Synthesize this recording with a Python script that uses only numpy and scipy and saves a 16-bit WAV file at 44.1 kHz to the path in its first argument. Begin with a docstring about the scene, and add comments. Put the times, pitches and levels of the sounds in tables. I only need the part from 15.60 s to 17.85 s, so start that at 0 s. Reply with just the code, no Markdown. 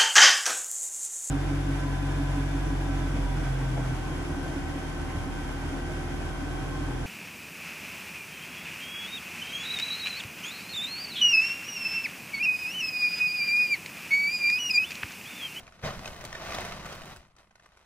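"""A nylon tent is lifted and shaken out over grass in a pine wood.
The sheet flaps taut once, then slides and crumples in a long swell and settles into a few small crinkles.
Its folds buckle in dense tiny random clicks, the cloth hisses over itself, and single creases snap.
Its panels push air in low billows of filtered noise; faint steady air among the trees lies behind."""
import sys
import numpy as np
from scipy import signal
from scipy.fft import rfft, irfft, next_fast_len
from scipy.io import wavfile
from scipy.ndimage import map_coordinates

SR = 44100
rng = np.random.default_rng(int(sys.argv[2]) if len(sys.argv) > 2 else 0)


def dump_mix(stems):
    """Bounce the given channels to the path in sys.argv[1] as a 16-bit WAV at rate SR."""
    frames = np.atleast_2d(stems).T  # one column per channel
    limited = np.clip(frames, -1, 1)  # hard clip at full scale
    pcm = np.round(limited * 32767).astype(np.int16)
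    wavfile.write(sys.argv[1], SR, pcm)


N = 99225  # length of the scene in samples


def amp(db):
    """Turn decibels into a gain."""
    return 10 ** (np.asarray(db) / 20)


def unit(x):
    """Scale to an rms (average strength) of 1."""
    return x / np.sqrt(np.mean(x ** 2) + 1e-20)


def along(points, hz):
    """Read a (frequency, value) table at any pitch, with straight lines on a log frequency axis."""
    table_hz, values = np.transpose(points)
    return np.interp(np.log(hz + 1), np.log(table_hz + 1), values)


def curve(rows):
    """Read a (time, value) table at every sample."""
    return np.interp(np.arange(N) / SR, *np.transpose(rows))


def wobble(rate):
    """A smooth random curve through rate random points a second."""
    knots = rng.standard_normal(N // 20)
    return map_coordinates(knots, [np.arange(N) * rate / SR], mode="wrap")


def filtered(x, response):
    """Change the strength and timing of each frequency by a complex response."""
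    padded = 2 * next_fast_len(N)
    hz = np.fft.rfftfreq(padded, 1 / SR)
    return irfft(rfft(x, padded) * response(hz), padded)[..., :N]


def coloured(x, points):
    """Give a sound a tone colour that never rings ahead of time and keeps the power of white noise."""
    def response(hz):
        # folding the cepstrum forward in time gives the filter its minimum phase
        cepstrum = irfft(np.log(unit(amp(along(points, hz)))))
        half = len(cepstrum) // 2
        cepstrum[1:half] *= 2
        cepstrum[half + 1:] = 0
        return np.exp(rfft(cepstrum))
    return filtered(x, response)


def buckles(per_s, spread_db):
    """Tiny clicks of random time, sign and size; sparse ones are made stronger to keep the power even."""
    chance = np.minimum(per_s / SR, 1)
    size_db = spread_db * np.clip(rng.standard_normal(N), -2, 2)
    sign = np.sign(rng.standard_normal(N))
    clicks = (rng.random(N) < chance) * amp(size_db) * sign
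    return unit(clicks / np.sqrt(chance))


SPRAY_S = 0.0023  # the energy of the scatter after each click fades over this time


def sprayed(clicks):
    """Three rows: the clicks, then the noisy spray of reflections after each, for left and right."""
    keep = np.exp(-1 / (SPRAY_S * SR))
    energy = signal.lfilter([1 - keep], [1, -keep], clicks ** 2)
    spray = np.sqrt(np.abs(energy)) * rng.standard_normal((2, N))
    return np.vstack([clicks, spray])


# how hard the cloth is worked: (time [s], level [dB])
HANDLING = [(0, -51.5), (.045, -56), (.08, -56.5), (.11, -59.5), (.14, -58), (.21, -58), (.255, -38),
            (.33, -44), (.425, -47), (.47, -41.5), (.51, -45.5), (.6, -47.5), (.645, -45.5), (.69, -46.5),
            (.735, -43.5), (.78, -42), (.85, -39), (.915, -37.5), (.99, -37.5), (1.1, -40.5), (1.23, -44.5),
            (1.33, -42), (1.41, -47), (1.52, -46.5), (1.57, -53), (1.61, -58.5), (1.68, -66),
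            (1.745, -74.5), (1.795, -57.5), (1.88, -71.5), (1.94, -73), (2.05, -63), (2.1, -66.5),
            (2.15, -65.5), (2.19, -62), (2.25, -65.5)]
# cloth sliding over cloth: (time [s], hiss relative to the handling level [dB])
SLIDE = [(0, -13.5), (.3, -15.5), (.5, -12.5), (.65, -17.5), (.8, -18.5), (1, -16.5), (1.2, -17),
         (1.5, -14.5), (1.7, -16), (1.8, -14), (1.9, -13), (2.25, -15)]
# tone colour of the buckling folds: (frequency [Hz], level per Hz [dB])
CLOTH = [(100, -30.5), (280, -9.5), (360, -3), (470, -7.5), (590, -1), (690, 1.5), (820, -3.5), (1150, -4),
         (1500, -4), (1900, -6), (2500, -8.5), (3200, -11.5), (4500, -13), (6500, -15.5), (8000, -34.5),
         (15000, -38.5)]
# tone colour of the sliding hiss: (frequency [Hz], level per Hz [dB])
HISS = [(800, -24), (2500, -22.5), (4000, -21), (6500, -10.5), (7600, 3), (10500, -1), (13000, -3.5),
        (15500, -9)]
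# clicks come at the full rate at BUSY_DB, and twice as often for each DOUBLING_DB louder
BUCKLES_PER_S, BUCKLE_SPREAD_DB = 4500, 5
BUSY_DB, DOUBLING_DB = -42, 9
CLUMP_DB, CLUMP_PER_S = 0.5, 200  # size and speed of the random flicker in level


def rustle():
    """Folds buckle in clumps, denser when worked harder, as the cloth hisses; rows as in sprayed."""
    handling_db = curve(HANDLING)
    clump_db = CLUMP_DB * wobble(CLUMP_PER_S)
    density = 2 ** ((handling_db - BUSY_DB) / DOUBLING_DB)
    folds = coloured(sprayed(buckles(BUCKLES_PER_S * density, BUCKLE_SPREAD_DB)), CLOTH)
    hiss = coloured(sprayed(buckles(per_s=12000 * density, spread_db=5.5)), HISS)
    return amp(handling_db + clump_db) * (folds + amp(curve(SLIDE)) * hiss)


# the top starts about here [Hz]; it is turned down AIR_LOSS_DB for each dB of handling under AIR_FULL_DB
AIR_HZ, AIR_LOSS_DB, AIR_FULL_DB = 12900, 2.5, -52


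def top_turned_down(x):
    """The sound above about 13 kHz is turned down when the handling level is low."""
    top = filtered(x, lambda hz: 1 - 1 / (1 + (hz / AIR_HZ) ** 20))
    change_db = AIR_LOSS_DB * np.minimum(curve(HANDLING) - AIR_FULL_DB, 0)
    return x + top * (amp(change_db) - 1)


# single creases that snap through:
# (time [s], body level [dB], crackle level [dB], length [s], pitch of the fold [Hz])
SNAPS = [(.001, -52, -77, 0.0073, 730), (0.0663, -52, -73, .005, 1930), (0.076, -51, -77, 0.0051, 1350),
         (0.1216, -52, -65, .003, 1280), (.391, -41, -55, 0.0035, 1090), (0.4567, -34.5, -44, 0.0029, 2510),
         (0.4753, -39.5, -49, 0.0048, 2840), (0.562, -48, -56, 0.0043, 1800),
         (0.609, -49, -46, 0.0045, 1130), (0.639, -45, -44, 0.0037, 596), (0.649, -67, -36, 0.005, 3140),
         (0.7277, -33.5, -51, 0.0021, 1800), (0.7473, -41.5, -67, 0.0099, 1750),
         (0.903, -39.5, -49, .005, 1850), (0.9218, -32.5, -50, 0.0022, 1210),
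         (0.9434, -38.5, -41.5, 0.0092, 3250), (0.984, -32.5, -44, 0.0038, 716),
         (1.007, -39, -38, 0.0023, 2100), (1.047, -42.5, -43, 0.0085, 2040),
         (1.121, -39, -45, 0.0034, 1280), (1.253, -45, -46, 0.013, 1210), (1.322, -46, -47.5, .004, 686),
         (1.35, -56, -43, 0.0019, 2110), (1.418, -43.5, -46, 0.002, 2420), (1.456, -70, -45, 0.0024, 1300),
         (1.5617, -47, -44, 0.0018, 1480), (1.569, -61, -45.5, 0.0012, 810),
         (1.763, -66, -59, 0.0057, 1210), (1.783, -59.5, -67, .007, 3770), (1.906, -63, -85, 0.0082, 755),
         (1.954, -57.5, -59, .005, 1460), (1.9955, -57.5, -79, 0.0043, 1550), (2.033, -64, -65, .003, 4340),
         (2.044, -67, -79, 0.0028, 1390), (2.0574, -56, -60, 0.0067, 1200),
         (2.119, -57.5, -83, 0.0022, 1880), (2.169, -60.5, -62.5, 0.0079, 1370)]
# tone colour of the papery body: (frequency [Hz], level per Hz [dB])
SNAP_BODY = [(100, -12), (350, -14.5), (650, 2), (850, -6), (1400, -3), (2500, -6.5), (4000, -12.5),
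             (6500, -11.5), (8000, -22), (15000, -47.5)]
# tone colour of the bright crackle: (frequency [Hz], level per Hz [dB])
CRACKLE = [(800, -1), (3000, -2), (5000, 1.5), (6400, 1), (7800, 0), (10300, -5.5), (13000, -14),
           (15500, -5.5)]
SNAP_SWELL = 2.14  # how gradually a run of clicks builds up
FOLD_Q, FOLD_RING_DB = 12, -5  # sharpness of a fold's ring, and its level against the body


def snaps(size=4096):
    """Each crease gives way in a short noisy run: papery body, ring of its fold and bright crackle."""
    body, ring, crackle = np.zeros((3, N + size))
    for start_s, body_db, crackle_db, length_s, fold_hz in SNAPS:
        age = np.arange(size) / SR / length_s  # in snap lengths
        run = rng.standard_normal(size) * (age * np.exp(-2 * age)) ** SNAP_SWELL
        rung = signal.lfilter(*signal.iirpeak(fold_hz, FOLD_Q, SR), run)
        # the level counts over the snap's own length, not the whole block
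        scale = np.sqrt(length_s * SR / size)
        at = round(start_s * SR)
        body[at:at + size] += amp(body_db) * scale * unit(run)
        ring[at:at + size] += amp(body_db + FOLD_RING_DB) * scale * unit(rung)
        crackle[at:at + size] += amp(crackle_db) * scale * unit(run)
    return coloured(body[:N], SNAP_BODY) + ring[:N] + coloured(crackle[:N], CRACKLE)


# tone colour of the sheet pulling taut: (frequency [Hz], level per Hz [dB])
TAUT = [(25, 2), (60, -2), (90, -1), (135, 4.5), (220, -6), (320, -20), (450, -12), (650, -2), (850, -8),
        (1400, -10), (2500, -16), (4000, -19), (6500, -26), (9000, -42), (15000, -67)]
# dull tugs as the panels catch the air: (time [s], peak level of the swell [dB])
TUGS = [(.237, -27), (.2625, -34)]
FLAP_S, FLAP_DB = 0.2137, -31.5  # start, and level at full swell
FLAP_ATTACK_S, FLAP_HOLD_S, FLAP_FADE_DB_PER_S = 0.029, 0.031, 244
TUG_HZ, TUG_S = 560, 0.00078  # pitch and rise time of a tug


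def flap():
    """The sheet pulls taut in one swelling flurry of clicks, with a couple of soft, quickly fading tugs."""
    now = np.arange(N) / SR
    since = now - FLAP_S
    swell = np.clip(since / FLAP_ATTACK_S, 0, 1) ** 2
    fading_s = np.maximum(since - FLAP_ATTACK_S - FLAP_HOLD_S, 0)
    shape = swell * amp(-FLAP_FADE_DB_PER_S * fading_s)
    out = amp(FLAP_DB) * shape * coloured(buckles(per_s=5000, spread_db=3.5), TAUT)
    for start_s, peak_db in TUGS:
        age = np.maximum(now - start_s, 0)
        pulse = age / TUG_S * np.exp(1 - age / TUG_S)
        out += amp(peak_db) * pulse * np.sin(2 * np.pi * (TUG_HZ * age + rng.random()))
    return out


# air pushed by the swaying panels: (time [s], level [dB])
BILLOW = [(0, -52), (.1, -61.5), (.21, -60.5), (.28, -59), (.39, -40.5), (.44, -50.5), (.48, -44.5),
          (.55, -51), (.66, -46.5), (.76, -52), (.9, -43.5), (1, -46), (1.13, -45.5), (1.35, -47.5),
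          (1.5, -52), (1.6, -55), (1.73, -69.5), (1.95, -69.5), (2.25, -72)]
# tone colour of the pushed air: (frequency [Hz], level per Hz [dB])
PANELS = [(20, 1), (45, -1), (80, 0), (110, -1.5), (135, -0.5), (175, 0), (220, -4.5), (300, -13.5),
          (500, -20), (2000, -92)]


def billow():
    """Swaying panels push air in a soft low rumble, made of noise that swells and sinks."""
    return amp(curve(BILLOW)) * unit(coloured(rng.standard_normal(N), PANELS))


def scattered(x, t60, count, size):
    """Fading reflections, size samples long, blending through count random patterns as the sheet moves."""
    place = np.linspace(0, count - 1, N)
    fade = 10 ** (-3 * np.arange(size) / SR / t60)  # falls 60 dB in t60 seconds
    tails = rng.standard_normal((count, 2, size)) * fade
    tails /= np.linalg.norm(tails, axis=2, keepdims=True)
    out = np.zeros((2, N + size))
    for k, tail in enumerate(tails):
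        near = np.flatnonzero(np.abs(place - k) < 1)
        piece = x[near] * np.cos(np.pi / 2 * (place[near] - k))
        echo = signal.fftconvolve(piece[None], tail, axes=1)
        out[:, near[0]:near[0] + echo.shape[1]] += echo
    return out[:, :N]


# one soft bounce, heard on the right: delay [s], gain, and where its treble fades [Hz]
GROUND_S, GROUND_GAIN, GROUND_FADE_HZ = 0.001801, 0.2, 3850


def bounced(x):
    """A soft delayed echo off the ground adds to the right side and combs its tone."""
    def echo(hz):
        delay = np.exp(-2j * np.pi * hz * GROUND_S)
        less_treble = 1 / (1 + (hz / GROUND_FADE_HZ) ** 4)
        less_bass = hz / (hz + 200)
        return GROUND_GAIN * delay * less_treble * less_bass
    return x + filtered(x, echo) * np.array([[0], [1]])


# tone colour of the still air among the trees: (frequency [Hz], level per Hz [dB])
WOODS = [(20, 2), (70, 6.5), (150, -20), (300, -31), (650, -17), (1000, -7), (2500, -18), (6000, -31.5),
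         (10000, -27), (15000, -64)]
WOODS_DB, WOODS_WIDE_HZ = -70, 700  # level, and the pitch around which left and right grow apart


def woods():
    """Faint steady air among the trees is filtered noise, alike on both sides in the bass."""
    mid, side = coloured(rng.standard_normal((2, N)), WOODS)
    side = filtered(side, lambda hz: hz / (hz + WOODS_WIDE_HZ))
    return amp(WOODS_DB) * unit(np.array([mid + side, mid - side]))


# share of the sound's power that arrives straight: (frequency [Hz], share [0-1])
DIRECT = [(30, 0.82), (130, 1), (300, 0.95), (640, 0.86), (1400, 0.75), (3000, 0.83), (7000, 0.26),
          (15000, 0.27)]
LEAD_S = 7.5e-5  # the left microphone hears the tent this much sooner
SCATTER_T60_S, TRUNKS_T60_S, TRUNKS_DB = 0.018, 0.24, -9  # fade times, and level of the trunks' answer


def scene():
    """The tent a little to the left: straight sound, near scatter and a faint answer from the trunks."""
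    cloth = top_turned_down(rustle())
    moves = top_turned_down(snaps()) + billow() + flap()
    tent = cloth[0] + moves

    def share(hz):
        """Power share of the straight sound; the rest is scattered."""
        return np.clip(along(DIRECT, hz), 0, 1)

    def straight_path(hz):
        """Half the lead moves the left side earlier, half moves the right side later."""
        lead = np.exp(1j * np.pi * hz * LEAD_S * np.array([[1], [-1]]))
        return np.sqrt(share(hz)) * lead

    straight = filtered(tent, straight_path)
    near = cloth[1:] + scattered(moves, SCATTER_T60_S, count=260, size=1500)
    trunks = scattered(tent, TRUNKS_T60_S, count=30, size=16000)
    around = filtered(near + amp(TRUNKS_DB) * trunks, lambda hz: np.sqrt(1 - share(hz)))
    return bounced(straight + around) + woods()


# tone of the microphones in their housing: (frequency [Hz], level [dB])
HOUSING = [(1500, 0), (1680, -5), (1820, 1), (2120, 1), (2260, -3.5), (2520, 2.5), (2750, -2.5), (3000, 2),
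           (3350, -1.5), (3850, 1), (4300, -1)]
# how the two microphones differ: (frequency [Hz], left minus right level [dB])
TILT = [(3400, 0), (4500, 2), (6400, 2), (7200, -3.4), (9000, -1.5), (9600, 0.5)]
TOP_HZ = 15750  # nothing is heard above this pitch


def record(dry):
    """Each microphone has its own tone; the sound stops above TOP_HZ."""
    def tone(hz):
        tilt_db = along(TILT, hz) * np.array([[.5], [-.5]])
        return amp(along(HOUSING, hz) + tilt_db)
    return filtered(dry, lambda hz: tone(hz) * (hz < TOP_HZ))


dry = scene()
out = record(dry)
dump_mix(out)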